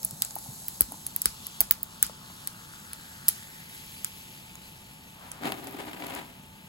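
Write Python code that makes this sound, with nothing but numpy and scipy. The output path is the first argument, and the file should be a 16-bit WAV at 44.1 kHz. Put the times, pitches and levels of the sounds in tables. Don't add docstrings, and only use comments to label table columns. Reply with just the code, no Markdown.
import sys
import numpy as np
from scipy import signal
from scipy.fft import rfft, irfft, next_fast_len
from scipy.io import wavfile
from scipy.ndimage import uniform_filter1d, map_coordinates

SR = 44100
rng = np.random.default_rng(int(sys.argv[2]) if len(sys.argv) > 2 else 0)


def inscribe(sig):
    pcm = np.round(np.clip(np.atleast_2d(sig).T, -1, 1) * 32767)
    wavfile.write(sys.argv[1], SR, pcm.astype(np.int16))


N = 294588
TIME = np.arange(N) / SR


# start_s, relative level_db, relative body_db, brightness_db, list of cube pitch_hz
ICE_CRACKS = [(0.031, -34, -13, 2, [5400]), (0.0487, -18.5, -36, 12, [11000]),
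              (0.1096, -34.5, -18, 2, [5000]), (0.221, -18.5, -7.5, -3, [4750, 7780, 13200, 3700]),
              (0.249, -30.5, -10, -1, [7740]), (0.308, -40, -3, -8, [7000]), (0.355, -30, -19, 12, [11500]),
              (0.3865, -37, -10, 0, [9800]), (0.683, -25, -10, 13, [14800]),
              (0.808, -10.5, -15.5, 14.5, [10800, 12900, 14800, 16200]), (0.819, -26.5, -5, 2, [8100]),
              (0.921, -35.5, -16, 6, [10800]), (1.066, -26, -14.5, 1, [11400, 10400]),
              (1.1627, -21.5, -12, 7.5, [10000, 12400, 11600]), (1.218, -22.5, -16, -7, [12300]),
              (1.2571, -14.5, -7, 1.5, [11000, 8704, 13820, 5000]), (1.468, -30.5, -11, 2, [11400]),
              (1.6058, -12, -15, 5.5, [12300, 8150, 11300, 4620]), (1.6121, -18, -10, 10, [12000, 14800]),
              (1.71, -9.5, -6.5, 19, [15400, 15700, 11800]), (1.7226, -30.5, -10, 4, [14700]),
              (1.831, -24.5, -51, 7, [13000, 15000]), (2.0273, -11, -8.5, 5.5, [7700, 8700, 14100]),
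              (2.047, -39, -5, -14, [5100]), (2.0653, -35.5, -9, -1, [8700]),
              (2.4736, -26, -7.5, -4, [8600, 10800, 12000]), (2.9326, -32.5, -5, 4, [11000]),
              (3.2833, -12.5, -20.5, 0.5, [14500, 7600, 10370, 4730]),
              (3.288, -14, -13.5, 8, [11000, 10400, 12500]), (4.0457, -24, -5, -3, [7300, 8600, 12000]),
              (4.5547, -42.5, -3, 0, [7000]), (5.3164, -34.5, -5.5, -6, [10500])]
# freq_hz, gain_db
ICE_COLOUR = [(700, -28), (1300, -13), (2200, -18), (3300, -19.5), (4800, -12.5), (6200, -10.5),
              (7300, -7.5), (8200, -4.5), (9200, -1), (11300, -6), (13200, -4.5), (15000, -7.5),
              (16300, -6)]
# freq_hz, width_hz, lift_db
GLASS_RINGS = [(2330, 270, 5), (4730, 57, 3.5), (8300, 280, 9), (10900, 1800, 5), (12530, 750, 4.5),
               (14960, 1400, 6)]


def cracks(life_s=0.00082, decay_power=0.71, rise_s=0.0001, level_db=3.5, body_db=13, side_db=-9,
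           split_db=9, room_db=-15, cube_width_hz=430, cube_db=10, neighbour_db=3):
    direct, thrown = np.zeros((2, N)), np.zeros((2, N))
    t = np.arange(SR // 30) / SR
    shape = np.exp(-(t / life_s) ** decay_power) * (1 - np.exp(-t / rise_s))
    split = amp(split_db) * (np.arange(len(t)) == SR // 2500)
    for start_s, db, body, bright, pitches in ICE_CRACKS:
        low_lift = body + body_db
        tint = [(3500, low_lift), (6000, low_lift / 2 - bright / 4), (8200, -bright / 2),
                (11000, 0), (14500, bright / 2)]
        colour = lambda hz: along(ICE_COLOUR, hz) + along(tint, hz)
        cube = [(f, cube_width_hz, cube_db) for f in pitches]
        neighbours = [(f, cube_width_hz / 2, neighbour_db) for f in rng.uniform(2350, 8130, size=6)]
        rings = GLASS_RINGS + cube + neighbours
        burst = split + shape * spread(rng.standard_normal((2, len(t))), side_db)
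        snap = coloured(burst, lambda hz: colour(hz) + lifts(rings, hz), size=1024)
        strength = amp(db + level_db) * np.sqrt(0.006 * SR)
        add(direct, start_s, strength * snap / np.linalg.norm(snap))
        flash = coloured(np.array([split, split]), lambda hz: colour(hz) + lifts(cube, hz) / 2, size=1024)
        add(thrown, start_s, strength * flash / np.linalg.norm(flash))
    return direct + amp(room_db) * kitchen(thrown)


# time_s, hiss_db, relative seething_db, finest_fizz_db
FOAM_LEVELS = [(0, -45.5, -59, -62), (0.6, -44.5, -58.5, -50), (1.05, -47.5, -52, -59),
               (1.5, -48, -47, -78), (1.82, -53, -56.5, -67), (2.0, -51.5, -48.5, -74),
               (2.6, -50, -50.5, -58), (3.5, -49.5, -49.5, -53.5), (4.0, -51, -48.5, -48.5),
               (4.5, -52.5, -51.5, -54.5), (5.0, -56.5, -56.5, -58.5), (6.68, -58, -59.5, -58)]
# time_s, pitch_hz, level_db
HOLLOW_NOTE = [(0, 606, -62), (1.2, 1080, -62.5), (2.35, 1240, -57), (3.2, 1600, -54.5), (4.1, 2440, -55),
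               (5.3, 2650, -60)]
# freq_hz, gain_db
HISS_COLOUR = [(2800, -22), (4000, -2.5), (5200, -5), (6800, 0), (8500, 3.5), (11000, 0.5), (13000, -0.5),
               (15500, -8.5)]
# freq_hz, gain_db
SEETHE_COLOUR = [(900, -15), (2200, -12), (3300, -1.5), (4600, 2), (6200, -3.5), (9000, -9)]
# freq_hz, gain_db
FINE_COLOUR = [(6000, -18.5), (9000, -5), (11500, 2), (15500, -6.5)]
# freq_hz, width_hz, lift_db
AIR_SPACE_MODES = [(2690, 1960, 11)]


def foam(seethe_db=-4.0, sharpness=3.5, flutter_db=0.83, flare_db=11, deep_flare_db=12, flare_s=0.028,
         sputter_db=3, patch_db=1.77):
    hiss, seethe, fine = curves(FOAM_LEVELS)
    top_pops = spread(pops(rate=14000, scatter_db=-1.0), -11.5)
    top = unit(coloured(top_pops, lambda hz: along(HISS_COLOUR, hz)))
    deep_pops = spread(pops(rate=9000, scatter_db=-1.5), -13.0)
    deep = unit(coloured(deep_pops, lambda hz: along(SEETHE_COLOUR, hz) + lifts(AIR_SPACE_MODES, hz)))
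    head_pops = spread(pops(rate=22000, scatter_db=6.0), -2.3)
    head = unit(coloured(head_pops, lambda hz: along(FINE_COLOUR, hz)))

    hz, t, z = signal.stft(spread(pops(rate=2000, scatter_db=2.5), -14.5), SR, nperseg=512)
    note_s, note_hz, note_db = np.transpose(HOLLOW_NOTE)
    ratio = (hz[:, None] + 1) / np.interp(t, note_s, note_hz)
    peak = 1 / (1 + (sharpness / 2 * (ratio - 1 / ratio)) ** 2)
    note = unit(signal.istft(z * peak / np.linalg.norm(peak, axis=0), nperseg=512)[1][:, :N])

    freed = sum(amp(db) * swell(start_s, flare_s / 10, flare_s) for start_s, db, *_ in ICE_CRACKS)
    freed = freed * amp(sputter_db * wobble(150))
    surface = amp(hiss) * top + amp(fine) * head
    inside = amp(seethe + seethe_db) * deep
    fizz = (1 + amp(flare_db) * freed) * surface + (1 + amp(deep_flare_db) * freed) * inside
    fizz = amp(flutter_db * wobble(16)) * patchy(fizz, patch_db)
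    return fizz + amp(np.interp(TIME, note_s, note_db)) * note


# start_s, pitch_hz, relative level_db, life_cycles to fall 60 dB
AIR_GULPS = [(.05, 151, -38, 8), (.127, 132, -31, 9.8), (0.3636, 754, -28, 15), (.46, 710, -39, 11),
             (.484, 116, -30, 7.3), (.522, 187, -41, 9), (0.885, 213, -37, 7.8), (0.9197, 740, -32.5, 11.5),
             (0.925, 250, -40, 12.5), (0.941, 850, -39, 17), (1.6125, 706, -23, 8.6),
             (2.0965, 626, -28, 3.7), (2.162, 105, -44, 6), (2.3005, 900, -36, 8.2)]


def gulps(climb=0.31, swell_cycles=1.08, slap=0.24, slap_t60_s=0.034):
    out, t = np.zeros(N), np.arange(SR // 6) / SR
    for start_s, hz, db, life in AIR_GULPS:
        cycles = hz * t
        envelope = 2 * amp(-60 * cycles / life) * (1 - np.exp(-cycles / swell_cycles))
        ring = envelope * np.sin(2 * np.pi * cycles * (1 + climb * cycles / life))
        band = signal.butter(N=2, Wn=[hz / 2, hz * 2], btype="band", fs=SR)
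        wet = unit(signal.lfilter(*band, rng.standard_normal(len(t))))
        add(out, start_s, amp(db) * (ring + slap * wet * amp(-60 * t / slap_t60_s)))
    return out


# start_s, level_db
DRINK_JOLTS = [(0.8101, -28.5), (1.258, -32.5), (1.607, -36.5), (1.711, -43), (2.029, -42)]


def jolts(start_hz=600, end_hz=48, fall_s=0.0033, t60_s=0.11):
    out, t = np.zeros(N), np.arange(SR // 8) / SR
    hz = end_hz + (start_hz - end_hz) * np.exp(-t / fall_s)
    for start_s, db in DRINK_JOLTS:
        add(out, start_s, -amp(db - 60 * t / t60_s) * np.sin(2 * np.pi * np.cumsum(hz) / SR))
    return out


# strongest_s, length_s, relative level_db
HAND_SHOVES = [(5.466, 0.071, -35.5), (5.539, 0.062, -48), (5.683, 0.02, -54), (5.8, 0.028, -42.5),
               (5.88, 0.02, -49), (6.043, 0.076, -48), (6.113, 0.055, -44), (6.177, 0.07, -43)]
# freq_hz, gain_db
RUB_COLOUR = [(40, -43), (100, -13), (170, -7.5), (270, 5.5), (400, -4.5), (530, -6.5), (780, -2),
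              (1100, -8), (2200, -6), (4000, -13.5), (5700, -23), (9000, -15), (15000, -24)]
# freq_hz, width_hz, lift_db where the glass lands, lift_db where it stops
TABLE_TOP_MODES = [(130, 40, 12, -2), (259, 22, 2, 1), (306, 27, 2, 4), (398.5, 23, 15, 7.5),
                   (545, 32, 0, 10), (677, 25, 3, 10), (755, 25, 3, 2), (814, 15, 4.5, 4), (972, 36, 0, 11),
                   (1212, 21, 11, 6)]
# freq_hz, gain_db
GRIT_COLOUR = [(1500, -34), (4000, -17), (5700, -13), (8000, -14), (12000, 6), (15500, -1)]


def slide(land_s=5.42, stop_s=6.236, onset_s=0.012, stop_fade_s=0.15, drag_db=-46, rumble_db=1, scrape_db=-5.0,
          rumble_db_per_s=-2.5, scrape_db_per_s=4.5, judder=0.3, uneven_db=-0.03, split_hz=1000,
          grit_db=-50, clump_db=4):
    starting = (1 + np.tanh((TIME - land_s) / onset_s)) / 2
    stopping = (1 - np.tanh((TIME - stop_s) / stop_fade_s)) / 2
    moving = starting * stopping
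    shoves = sum(amp(db) * swell(s, length / 2, length / 2) for s, length, db in HAND_SHOVES)
    effort = (amp(drag_db) * moving + shoves) * amp(uneven_db * wobble(30))
    elapsed = np.clip(TIME, land_s, stop_s) - land_s

    pressure = 1 + judder * np.tanh(2 * wobble(130))
    drag = spread(pops(rate=7000, scatter_db=1.5) * pressure, -8.5)
    land_modes = [(f, w, db) for f, w, db, _ in TABLE_TOP_MODES]
    stop_modes = [(f, w, db) for f, w, _, db in TABLE_TOP_MODES]
    first = coloured(drag, lambda hz: along(RUB_COLOUR, hz) + lifts(land_modes, hz), size=16384)
    last = coloured(drag, lambda hz: along(RUB_COLOUR, hz) + lifts(stop_modes, hz), size=16384)
    slips = first + (last - first) * elapsed / (stop_s - land_s)

    low = filtered(slips, lambda hz: 1 / (1 + (hz / split_hz) ** 6))
    rumble = amp(rumble_db + rumble_db_per_s * elapsed) * unit(low)
    scrape = amp(scrape_db + scrape_db_per_s * elapsed) * unit(slips - low)
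    grains = spread(pops(rate=2100, scatter_db=3) * amp(clump_db * wobble(160)), 0)
    grit = unit(coloured(grains, lambda hz: along(GRIT_COLOUR, hz)))
    return effort * (rumble + scrape) + amp(grit_db) * moving * grit


# start_s, relative level_db, crispness_db
BASE_CATCHES = [(5.435, -33, -11), (5.455, -37, 6), (5.491, -39, 6), (5.521, -28.5, 3), (5.671, -42.5, 14),
                (5.932, -37.5, -4), (6.022, -32.5, -28), (6.067, -45, 17), (6.099, -47, 14),
                (6.15, -47, 22)]


def catches(knock_t60_s=0.027, tick_t60_s=0.012, knock_db=15, tick_db=20, side_db=-14, thump_db=-5):
    out, t = np.zeros((2, N)), np.arange(SR // 20) / SR
    for start_s, db, crisp in BASE_CATCHES:
        grip = lambda t60: amp(db - 60 * t / t60) * spread(rng.standard_normal((2, len(t))), side_db)
        dull = [(300, thump_db), (2500, -1.5), (9000, -10)]
        sharp = [(300, -21), (2500, 2.5), (11000, crisp)]
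        knock = coloured(grip(knock_t60_s), lambda hz: along(RUB_COLOUR, hz) + along(dull, hz))
        tick = coloured(grip(tick_t60_s), lambda hz: along(RUB_COLOUR, hz) + along(sharp, hz))
        add(out, start_s, amp(knock_db) * knock)
        add(out, start_s, amp(tick_db) * tick)
    return out


# strongest_s, swell_s, fade_s, level_db
SOFT_SWISHES = [(5.25, 0.089, 0.048, -51.5), (5.35, 0.076, 0.19, -51.5)]
# freq_hz, gain_db
SWISH_COLOUR = [(200, -15), (500, -7), (950, -2), (1400, -5.5), (2100, -10.5), (3200, -15), (6000, -25)]


def swish(side_db=-9):
    noise = spread(rng.standard_normal((2, N)), side_db)
    rush = unit(filtered(noise, lambda hz: amp(along(SWISH_COLOUR, hz))))
    swells = sum(amp(db) * swell(s, rise, fall) for s, rise, fall, db in SOFT_SWISHES)
    return swells * rush


# freq_hz, t60_s
KITCHEN_DECAY = [(200, 0.072), (2000, 0.16), (9000, 0.27), (16000, 0.086)]


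def kitchen(x, delay_s=.004):
    hz, t, z = signal.stft(rng.standard_normal((2, SR // 2)), SR, nperseg=256)
    decay = amp(-60 * t / along(KITCHEN_DECAY, hz)[:, None])
    tail = signal.istft(z * decay, SR, nperseg=256)[1]
    tail = np.pad(tail / np.linalg.norm(tail[0]), ((0, 0), (round(delay_s * SR), 0)))
    return signal.fftconvolve(x.mean(axis=0)[None], tail, axes=1)[:, :N]


# freq_hz, gain_db
AIR_COLOUR = [(25, -11), (55, 0), (110, 3.5), (190, 5.5), (300, -5.5), (500, -12), (800, -10),
              (1200, -11.5), (2200, -14.5), (4000, -18.5), (6000, -52), (9000, -31), (15500, -41)]


def background(air_db=-52.0, hum_hz=882, drift_hz=1.12, hum_db=-62.5):
    noise = spread(rng.standard_normal((2, N)), -12.0)
    air = unit(filtered(noise, lambda hz: amp(along(AIR_COLOUR, hz))))
    hum = unit(np.sin(2 * np.pi * np.cumsum(hum_hz + drift_hz * wobble(24.77)) / SR))
    return amp(air_db) * air + amp(hum_db) * hum * amp([[-3], [2]])


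def amp(db):
    return 10 ** (np.asarray(db) / 20)


def unit(x):
    return x / np.sqrt(np.mean(x ** 2) + 1e-20)


def along(points, hz):
    f, v = np.transpose(points)
    return np.interp(np.log(hz + 1), np.log(f + 1), v)


def curves(rows):
    s, *cols = np.transpose(rows)
    return [np.interp(TIME, s, c) for c in cols]


def lifts(modes, hz):
    return sum(db / (1 + (2 * (hz - f) / w) ** 2) for f, w, db in modes)


def filtered(x, response):
    m = next_fast_len(N + SR // 2)
    return irfft(rfft(x, m) * response(np.fft.rfftfreq(m, 1 / SR)), m)[..., :N]


def coloured(x, gain_db, size=4096):
    cepstrum = irfft(np.log(amp(gain_db(np.fft.rfftfreq(size, 1 / SR)))))
    cepstrum[1:size // 2] *= 2
    cepstrum[size // 2 + 1:] = 0
    ring = irfft(np.exp(rfft(cepstrum)))
    return signal.fftconvolve(x, ring[None], axes=1)[:, :x.shape[1]]


def add(track, s, sound):
    part = track[..., round(s * SR):][..., :sound.shape[-1]]
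    part += sound[..., :part.shape[-1]]


def wobble(rate):
    knots = rng.standard_normal(int(N * rate / SR) + 4)
    return map_coordinates(knots, [np.arange(N) * rate / SR])


def swell(peak_s, rise_s, fall_s):
    return np.exp(-((TIME - peak_s) / np.where(TIME < peak_s, rise_s, fall_s)) ** 2)


def spread(x, side_db):
    side = amp(side_db) * x[1]
    return np.array([x[0] + side, x[0] - side])


def pops(rate, scatter_db):
    hit = rng.random((2, N)) < rate / SR
    return unit(hit * rng.standard_normal((2, N)) * amp(scatter_db * rng.standard_normal((2, N))))


def patchy(x, depth_db):
    z = signal.stft(x, nperseg=512)[2]
    field = uniform_filter1d(rng.standard_normal(z.shape[1:]), size=3, axis=0)
    field = uniform_filter1d(field, size=7, axis=1)
    return signal.istft(z * unit(amp(depth_db * unit(field))), nperseg=512)[1][:, :N]


def scene(room_db=-10, pan_db=0.16):
    drink = jolts() + gulps()
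    table = (slide() + catches() + swish()) * amp([[pan_db], [-pan_db]])
    return cracks() + foam() + drink + amp(room_db) * kitchen(drink[None]) + table + background()


# freq_hz, radians by which left leads
PORT_LEAD = [(150, 0), (900, 1.1), (1500, 2.1), (2300, 3.2), (4500, 6.1), (5600, 7.9), (6700, 6.28),
             (9100, 3.14), (11400, 0), (13600, -3.14), (15600, -6.1)]
# freq_hz, side_db
STEREO_WIDTH = [(50, 2), (150, -6), (350, 5.5), (700, 4), (5500, 7), (7500, -6), (15000, -79)]
# freq_hz, left_minus_right_db
PORT_BALANCE = [(300, 0), (700, 4), (1500, 5), (3500, 2), (5000, 1.5), (8000, -0.5)]


def record(dry, top_hz=16150):
    mid, side = (dry[0] + dry[1]) / 2, (dry[0] - dry[1]) / 2
    side = filtered(side, lambda hz: amp(along(STEREO_WIDTH, hz)))
    sign = np.array([[1], [-1]])
    lead = lambda hz: np.exp(1j * sign * np.interp(hz, *np.transpose(PORT_LEAD)) / 2)
    ports = lambda hz: amp(sign * along(PORT_BALANCE, hz) / 2) * lead(hz)
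    pair = np.clip(filtered(mid + sign * side, ports), -1, 1)
    return filtered(pair, lambda hz: 1 / np.sqrt(1 + (hz / top_hz) ** 160))


dry = scene()
out = record(dry)
inscribe(out)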